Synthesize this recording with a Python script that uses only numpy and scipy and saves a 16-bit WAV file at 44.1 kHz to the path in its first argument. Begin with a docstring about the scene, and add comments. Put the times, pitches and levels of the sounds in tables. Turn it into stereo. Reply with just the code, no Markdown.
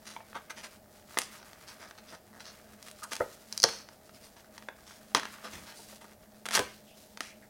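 """At a desk in a small room, hands fold and snap the perforated tabs off a stiff photo print.
Cracks, creaks and the tear are filtered noise bursts; the springing card is a set of damped sines.
Rubs and grip are swarms of random clicks, squeaks and faint swishes are jittered tones, bumps low noise.
Desk echoes and a noise-built room tail follow; behind lie steady air noise and a faint fan hum."""
import sys
import numpy as np
from scipy import signal
from scipy.fft import rfft, irfft
from scipy.io import wavfile
from scipy.ndimage import uniform_filter1d

SR = 44100
rng = np.random.default_rng(int(sys.argv[2]) if len(sys.argv) > 2 else 0)


def file_out(sig):
    """Save sig as 16-bit WAV at sys.argv[1]."""
    # one column per channel
    cols = np.atleast_2d(sig).T
    # limit, then scale
    lim = np.clip(cols, -1, 1)
    pcm = np.round(lim * 32767).astype(np.int16)
    wavfile.write(sys.argv[1], SR, pcm)


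N = 330573
TIME_S = np.arange(N) / SR
TOP_HZ = 16200

# Edges of the five bands in which events are coloured, in Hz.
BAND_EDGES_HZ = (200, 950, 2200, 4000, 6600, 10400)
# Cracks of the fold. Each row: time in seconds, level in dB, tilt in dB per band towards the treble,
# ring of the stiff tab in dB.
SNAPS = [(0.3296, -47, -6.5, 0), (1.172, -26, -8.5, 7), (1.178, -44, 10.5, 2), (1.1869, -18.5, 4.5, -3),
         (1.2174, -31.5, 3.5, 2), (1.4285, -48.5, -5, 10), (1.532, -48, 2.5, 3), (1.91, -43.5, -4, 5),
         (2.1489, -47, -2, 8), (2.827, -45, 5, 3.5), (2.884, -40, 2.5, -4), (2.913, -43, 5, -4),
         (3.119, -34.5, -3, 2), (3.1328, -29, 3, -3), (3.1542, -36, 4, 3), (3.1652, -34, 3.5, 2),
         (3.5258, -38, 5, 12), (3.5767, -34.5, 7.5, 10), (3.6007, -41.5, 6.5, 17), (3.6209, -43.5, 7.5, 17),
         (3.6302, -31.5, 7.5, 14.5), (3.6385, -15, 1.5, 14), (3.6499, -30, -4, 5), (3.6882, -30, 1, -4),
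         (3.8875, -45, -3, 8), (4.0936, -50.5, -3.5, 5), (4.5794, -39, -0.5, 3.5), (4.624, -45, -1.5, 0),
         (4.6862, -34, -5, -4), (4.908, -52, -9, -4), (5.1479, -13.5, -0.5, 4), (5.1965, -30, -1, 2),
         (5.232, -32.5, -3, 0), (5.2537, -32.5, -2, 1.5), (6.4557, -31, 1, -4), (6.4601, -35.5, 3, -1),
         (6.464, -30.5, 0.5, -3), (6.4872, -27, 1, -3), (6.509, -31, 1, 1), (6.513, -30.5, 0.5, -3),
         (6.5586, -22.5, 2.5, 2), (6.5698, -21, 3, -8), (6.5755, -23, -6, 0), (6.5925, -20.5, 1.5, -0.5),
         (7.1733, -37.5, 0, 4), (7.2063, -25.5, 0, 0.5)]
# Colour shared by all cracks, in dB per band.
SNAP_BANDS_DB = (-9.5, -1, -4, -5.5, -10)
SNAP_DECAY_S, SNAP_SHORTER_PER_TILT_DB = 0.0016, 0.071  # decay at zero tilt; bright cracks end sooner
TAB_BAND = 3  # index of the band in which the tab rings
# Tear along the perforation. Each row: time in seconds, mean bridges broken per second,
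# level in dB relative to one bridge.
TEAR = [(6.521, 260, -9.5), (6.535, 262, -5.5), (6.546, 530, -4.5), (6.56, 564, -3.5), (6.571, 380, -10),
        (6.581, 350, -5.5), (6.587, 320, -16)]
# One breaking bridge, in dB per band.
BRIDGE_BANDS_DB = (-40, -27, -28.5, -26.5, -29.5)
# The whole card springs or buckles. Each row: time in seconds, relative level in dB,
# pitch factor from its bend, share of the ring time that the fingers leave.
FLAPS = [(0.1636, -26.5, 2.09, 0.16), (.204, -42.5, 1.6, 0.31), (.355, -38.5, 1.27, 0.64),
         (3.2025, -28, 0.9, 0.4), (3.2063, -15.5, 1.12, 0.27), (3.217, -25.5, 1.22, 0.31),
         (3.641, -20.5, 1, 0.59), (4.685, -33, 1.24, 0.21), (5.1481, -9, 2.38, 0.13),
         (5.1496, -19, 1.03, 0.22), (5.791, -48, .86, 0.7), (5.925, -45.5, 1.18, 0.59),
         (6.015, -45, 1.8, 0.37), (6.579, -28.5, 1.1, .95), (6.594, -23.5, .92, 0.81)]
# Bending modes of the card when flat and free. 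Each row: frequency in Hz, relative level in dB, t60 in seconds.
CARD_MODES = [(134, -5.5, 0.066), (328, -4.5, 0.089), (445, 0, 0.14), (527.3, 1, 0.12), (652, -6.5, 0.1),
              (777, 2, 0.044), (865, 3, 0.029), (1114.4, 1, 0.095), (1288, -8.5, 0.034), (1600, 0.5, 0.049),
              (1680, -10, 0.12)]
# Short noisy swells: mostly strokes of skin and card, one (3.648) the stiff tab ringing on after its crack.
# Each row: start in seconds, length in seconds, relative level in dB, tilt in dB per band,
# ring of the stiff tab in dB.
RUBS = [(0.044, 0.14, -54, -0.5, 0), (0.344, 0.05, -48.5, -5, -4), (0.496, 0.031, -45, -2, -1.5),
        (0.559, 0.067, -51, -1.5, 1.5), (0.629, 0.053, -49.5, -1, -1), (1.198, 0.084, -60, 4.5, 5.5),
        (1.377, 0.087, -65, -4.5, 8), (1.664, 0.083, -57, -1, 4.5), (1.79, 0.12, -58.5, -3.5, 4),
        (1.974, 0.037, -57.5, -3.5, 4), (2.064, 0.13, -60, -0.5, 0.5), (2.393, 0.052, -56.5, -0.5, 2.5),
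        (2.44, 0.09, -57.5, -1.5, 9), (3.03, .022, -54, 6.5, 0), (3.109, 0.051, -44.5, 0, 2),
        (3.648, 0.2, -53, 0, 4.5), (4.133, 0.067, -65.5, 2, 2), (4.223, 0.078, -64, 3, 0),
        (4.357, 0.066, -64, -2, 2), (4.845, 0.17, -62, 0.5, 0.5), (5.149, 0.044, -36, -4, -2),
        (5.433, .07, -50, -3, 0), (5.514, 0.1, -51, -2, -2), (5.65, 0.12, -55.5, -2.5, 2),
        (5.735, 0.19, -66.5, 6, 1), (6.006, 0.038, -56.5, 0, -7), (7.195, 0.15, -61, 2.5, 1.5)]
# Colour shared by these swells, in dB per band.
RUB_BANDS_DB = (-8, -0.5, -0.5, 1.5, -3)
RISE_SHARE = 0.22  # part of a swell in which the level builds
# The fold creaks. Each row: start in seconds, end in seconds, mean slips per second,
# level in dB relative to one slip.
CREAKS = [(1.801, 1.87, 107, -0.5), (2.124, 2.154, 294, 2), (2.33, 2.387, 116, -1.5),
          (5.1587, 5.182, 160, 17), (5.44, 5.458, 260, 5.5), (6.043, 6.056, 300, 1.5)]
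# One slip of the fold, in dB per band.
CREAK_BANDS_DB = (-51, -49.5, -65, -60, -62)
# Brief squeaks and faint narrow swishes. Each row: start in seconds, length in seconds,
# mean pitch in Hz, level in dB.
SQUEAKS = [(3.022, 0.037, 1270, -39), (3.111, 0.021, 1100, -43), (6.866, 0.093, 2900, -60.5),
           (7.217, .12, 2250, -53), (7.421, 0.036, 1900, -56)]
# Light shifting of the grip. Each row: time in seconds, relative level of the card's body in dB,
# relative level of the hiss in dB.
GRIP = [(0, -68.5, -62.5), (.55, -64, -62.5), (.85, -70, -63), (1.199, -60.5, -55.5), (1.6, -57, -57),
        (2.25, -71, -66.5), (2.5, -62, -61.5), (3.05, -62, -53.5), (3.35, -69.5, -57.5),
        (3.8, -58.5, -57.5), (4.03, -71.5, -64), (4.5, -66, -62.5), (4.949, -65.5, -59),
        (5.398, -54, -56.5), (5.98, -69.5, -55.5), (6.12, -67.5, -66), (6.95, -81, -58),
        (7.5, -77.5, -65.5)]
# Spectrum of the gripped card's body. 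Each row: frequency in Hz, relative level in dB.
GRIP_BODY = [(200, -27.5), (850, -5.5), (1150, 8), (1900, 2.5), (3000, -4.5), (6000, -36)]
# Spectrum of the skin's hiss. Each row: frequency in Hz, relative level in dB.
GRIP_HISS = [(1500, -6), (3000, -4), (4800, -0.5), (7000, -3.5), (9500, -5), (12000, -7), (16000, -11.5)]
# Hands shift and brush the desk. Each row: start in seconds, length in seconds, level in dB at the peak.
BUMPS = [(2.69, 0.1, -63), (3.2, .08, -47), (4.09, 0.2, -62), (5.509, 0.19, -49.5), (6.181, 0.1, -60.5),
         (6.57, 0.13, -47)]
# Spectrum of the bumps. Each row: frequency in Hz, relative level in dB.
BUMP_SPECTRUM = [(20, -25), (55, -3), (90, -3.5), (150, -3.5), (300, -12), (900, -29)]
# Echoes from the desk and the printer. Each row: delay in seconds, gain (linear).
DESK = [(.0043, 0.07), (.0062, -0.11), (0.011, 0.1)]
# Tail of the room. Each row: centre in Hz, t60 in seconds, level in dB.
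ROOM = [(200, 0.43, -13), (463, 0.3, -7), (850, 0.18, -2), (1280, 0.41, -12), (2406, 0.4, -7.5),
        (5200, 0.42, -12.5), (9000, 0.27, -9.5), (15000, 0.26, -41)]
# Spectrum of the room air. Each row: frequency in Hz, relative level in dB.
AIR = [(20, -9.5), (80, 2), (130, -0.5), (450, -2.5), (820, -2.5), (1050, -15.5), (1900, -15),
       (2500, -29.5), (15000, -19)]
AIR_DB = -60
# Hum of the fan. Each row: frequency in Hz, width in Hz, rms level in dB.
FAN = [(211.5, 2, -65.5), (213, 24, -67), (623, 53, -65.5)]


def undb(db):
    """Decibels to gain."""
    return 10 ** (np.asarray(db) / 20)


def unit(x):
    """Scale to rms 1."""
    return x / np.sqrt(np.mean(x ** 2) + 1e-18)


def add(out, start_s, x):
    """Mix x into out from start_s."""
    i = max(int(round(start_s * SR)), 0)
    out[i:i + len(x)] += x[:max(N - i, 0)]


def along(hz, points_hz, values):
    """Read a spectrum on a log-frequency axis."""
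    return np.interp(np.log(hz + 1), np.log(points_hz), values)


def colour(x, points):
    """Filter x by (Hz, dB) points, to rms 1."""
    hz = np.fft.rfftfreq(len(x), 1 / SR)
    gain = undb(along(hz, *np.transpose(points)))
    return unit(irfft(rfft(x) * gain, len(x)))


def wander(count, step):
    """Random curve through normal draws placed every step points."""
    knots = int(count / step) + 2
    return np.interp(np.arange(count) / step, np.arange(knots), rng.standard_normal(knots))


def tinted(shared_db, level_db, tilt_db, ring_db):
    """Five band levels of one event: shared colour, tilted about the middle band, plus the tab's ring."""
    band = np.arange(len(shared_db))
    tilt_steps = np.maximum(band - 2, -1)  # both lowest bands share one step
    return np.array(shared_db) + level_db + tilt_db * tilt_steps + ring_db * (band == TAB_BAND)


def card_gain(hz, bands_db, bass_db=-20, top_db=-17, bend_hz=1300, bend_width_hz=300, bend_db=3):
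    """Gain shaping unit white noise towards the band levels, lifted at the stiff card's main resonance."""
    edges = np.array(BAND_EDGES_HZ)
    density = np.array(bands_db) - 10 * np.log10(np.diff(edges) / (SR / 2))
    # two points per band hold its level flat
    anchors = np.geomspace(edges[:-1], edges[1:], num=7)[[1, 5]].T.ravel()
    levels = [density[0] + bass_db, *np.repeat(density, 2), density[-1] + top_db]
    db = along(hz, [50, *anchors, TOP_HZ], levels)
    return undb(db + bend_db / (1 + (2 * (hz - bend_hz) / bend_width_hz) ** 2))


def crack(bands_db, decay_s=0.0015, rise_s=0.00013, smooth_hz=1000, size=1024):
    """One fracture: fibres give way in a quick dying cluster, which lends each crack its own resonances."""
    hz, t = np.fft.rfftfreq(size, 1 / SR), np.arange(size) / SR
    envelope = np.exp(-t / decay_s) * (1 - np.exp(-t / rise_s))
    fibres = rfft(rng.standard_normal(size) * envelope)
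    power = uniform_filter1d(np.abs(fibres) ** 2, int(smooth_hz / hz[1]) + 1)
    # fold the cepstrum: minimum phase, so the card answers causally
    cepstrum = irfft(np.log(card_gain(hz, bands_db) / np.sqrt(power)))
    cepstrum[1:size // 2] *= 2
    cepstrum[size // 2 + 1:] = 0
    return irfft(fibres * np.exp(rfft(cepstrum))) * np.sqrt(SR / 10 ** 3)


def clicks(count, per_s, scatter_db):
    """Dense tiny clicks of uneven size at random times, rms 1."""
    size = undb(scatter_db * np.minimum(rng.exponential(size=count), 4))
    return unit(rng.standard_normal(count) * size * (rng.random(count) < per_s / SR))


def swell(length_s, power):
    """Envelope that rises to 1 and lets go."""
    t = np.arange(0, length_s, 1 / SR)
    return np.interp(t, [0, RISE_SHARE * length_s, length_s], [0, 1, 0]) ** power


def snaps():
    """Single cracks as the fold is worked."""
    out = np.zeros(N)
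    for s, level_db, tilt_db, ring_db in SNAPS:
        decay_s = SNAP_DECAY_S * np.exp(-SNAP_SHORTER_PER_TILT_DB * tilt_db)
        add(out, s, crack(tinted(SNAP_BANDS_DB, level_db, tilt_db, ring_db), decay_s))
    return out


def tear(unevenness=0.25, scatter_db=3.0, tint_db=1.0):
    """The paper bridges break one after another, at uneven gaps and strengths, as the tab is pulled."""
    out = np.zeros(N)
    times_s, rates_per_s, levels_db = np.transpose(TEAR)
    s = times_s[0]
    for gap, size, *tint in rng.standard_normal((60, 7)):
        bridge = crack(np.array(BRIDGE_BANDS_DB) + tint_db * np.array(tint), decay_s=0.0018)
        level_db = np.interp(s, times_s, levels_db) + scatter_db * size
        add(out, s, (s < times_s[-1]) * bridge * undb(level_db))
        s += np.exp(unevenness * gap) / np.interp(s, times_s, rates_per_s)
    return out


def flaps(detune=0.025, push_s=0.0017, gain_db=-4):
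    """The released card rings in its bending modes, damped by the fingers."""
    out, t = np.zeros(N), np.arange(SR // 4) / SR
    hz, db, t60_s = np.transpose(CARD_MODES)[:, :, None]
    for s, level_db, bend, ring_share in FLAPS:
        pitch_hz = hz * bend * (1 + detune * rng.standard_normal(hz.shape))
        sines = np.sin(2 * np.pi * (pitch_hz * t + rng.random(hz.shape)))
        modes = undb(db - 60 * t / (t60_s * ring_share)) * sines
        add(out, s, undb(level_db + gain_db) * modes.sum(axis=0) * (1 - np.exp(-t / push_s)))
    return out


def rubs(gain_db=1, ripple_db=3.0, ripple_hz=200):
    """Each swell is a swarm of random clicks, coloured by its bands and a random spectral ripple."""
    out = np.zeros(N)
    for start_s, length_s, level_db, tilt_db, ring_db in RUBS:
        envelope = swell(length_s, power=0.91)
        bands_db = tinted(RUB_BANDS_DB, level_db, tilt_db, ring_db)
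        drive = clicks(SR // 4, per_s=3000, scatter_db=0.5)
        hz = np.fft.rfftfreq(len(drive), 1 / SR)
        ripple = unit(undb(ripple_db * wander(len(hz), ripple_hz / hz[1])))
        rub = irfft(rfft(drive) * card_gain(hz, bands_db) * ripple)
        add(out, start_s, envelope * np.resize(rub, len(envelope)))
    return out * undb(gain_db)


def creaks(unevenness=0.29, scatter_db=-0.5):
    """The bent fold gives in a run of dull slips."""
    out = np.zeros(N)
    for s, end_s, per_s, level_db in CREAKS:
        for gap, size in rng.standard_normal((14, 2)):
            slip = crack(CREAK_BANDS_DB, decay_s=0.00099)
            add(out, s, (s < end_s) * slip * undb(level_db + scatter_db * size))
            s += np.exp(unevenness * gap) / per_s
    return out


def squeaks(jitter=0.18, overtone_db=-20):
    """Brief squeaks and faint narrow swishes of unsteady pitch, with a weak octave."""
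    out = np.zeros(N)
    for start_s, length_s, hz, level_db in SQUEAKS:
        envelope = swell(length_s, power=0.26)
        pitch_hz = hz * (1 + jitter * wander(len(envelope), 46.4))
        phase = 2 * np.pi * np.cumsum(pitch_hz) / SR
        tone = np.sin(phase) + undb(overtone_db) * np.sin(2 * phase)
        add(out, start_s, undb(level_db) * envelope * tone)
    return out


def crinkles(count=70, over_grip_db=(0, 8, 1, 3, -1), scatter_db=3):
    """Tiny stray creases give way at random times, louder the harder the card is gripped."""
    out = np.zeros(N)
    times_s, body_db, _ = np.transpose(GRIP)
    starts_s = rng.uniform(0, N / SR, count)
    for s, chance in zip(starts_s, rng.standard_normal((count, len(over_grip_db)))):
        grip_db = np.interp(s, times_s, body_db)
        add(out, s, crack(grip_db + np.array(over_grip_db) + scatter_db * chance))
    return out


def grip(body_gain_db=-2, hiss_gain_db=-3, flutter_db=4.1):
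    """The held card creaks faintly and skin whispers over it: sparse and dense clicks, fluttering in level."""
    times_s, *columns = np.transpose(GRIP)
    body_db, hiss_db = (np.interp(TIME_S, times_s, c) for c in columns)
    body = colour(clicks(N, per_s=1000, scatter_db=2.0), GRIP_BODY) * undb(body_db + body_gain_db)
    hiss = colour(clicks(N, per_s=12000, scatter_db=4.5), GRIP_HISS) * undb(hiss_db + hiss_gain_db)
    return (body + hiss) * undb(flutter_db * wander(N, SR / 30))


def bumps():
    """Dull low noise of the hands as they change their hold."""
    out = np.zeros(N)
    for start_s, length_s, level_db in BUMPS:
        envelope = swell(length_s, power=1.0)
        thud = colour(rng.standard_normal(SR // 4), BUMP_SPECTRUM)
        add(out, start_s, undb(level_db) * envelope * np.resize(thud, len(envelope)))
    return out


def room_tail(build_s=0.00053):
    """Diffuse echoes that build up quickly and die at each band's own rate."""
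    t = np.arange(SR // 2) / SR
    noise, hz = rfft(rng.standard_normal(len(t))), np.fft.rfftfreq(len(t), 1 / SR)
    centres_hz, tail = np.transpose(ROOM)[0], 0
    for share, (_, t60_s, db) in zip(np.eye(len(ROOM)), ROOM):
        decay = undb(-60 * t / t60_s) * (1 - np.exp(-(t / build_s) ** 2))
        band = irfft(noise * along(hz, centres_hz, share), len(t))
        tail = tail + undb(db) * band * decay / np.sqrt(np.sum(decay ** 2))
    return tail


def fan():
    """Wavering hum: noise through narrow resonances."""
    hz, hum = np.fft.rfftfreq(N, 1 / SR), 0
    for centre_hz, width_hz, db in FAN:
        resonance = 1 / (1 + ((hz - centre_hz) / width_hz * 2) ** 2)
        hum = hum + undb(db) * unit(irfft(rfft(rng.standard_normal(N)) * resonance, N))
    return hum


def background(side_db=-19):
    """Still room air as coloured noise, plus the fan in the middle; returns mid and side."""
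    air = colour(rng.standard_normal(N), AIR) * undb(AIR_DB)
    return air + fan(), colour(rng.standard_normal(N), AIR) * undb(AIR_DB + side_db)


def scene(room_side_db=-19):
    """The card and its desk echoes are central; room tail and air add a little width."""
    mid, side = background()
    card = grip() + flaps() + snaps() + rubs() + squeaks() + tear() + creaks() + crinkles() + bumps()
    mid = mid + card + signal.fftconvolve(card, room_tail())[:N]
    for delay_s, gain in DESK:
        add(mid, delay_s, gain * card)
    side = side + undb(room_side_db) * signal.fftconvolve(card, room_tail())[:N]
    return np.array([mid + side, mid - side])


def record(dry):
    """The recorder clips at full scale, then cuts the top."""
    lowpass = signal.ellip(10, 0.1, 70, TOP_HZ, fs=SR, output="sos")
    return signal.sosfilt(lowpass, np.clip(dry, -1, 1))


dry = scene()
out = record(dry)
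file_out(out)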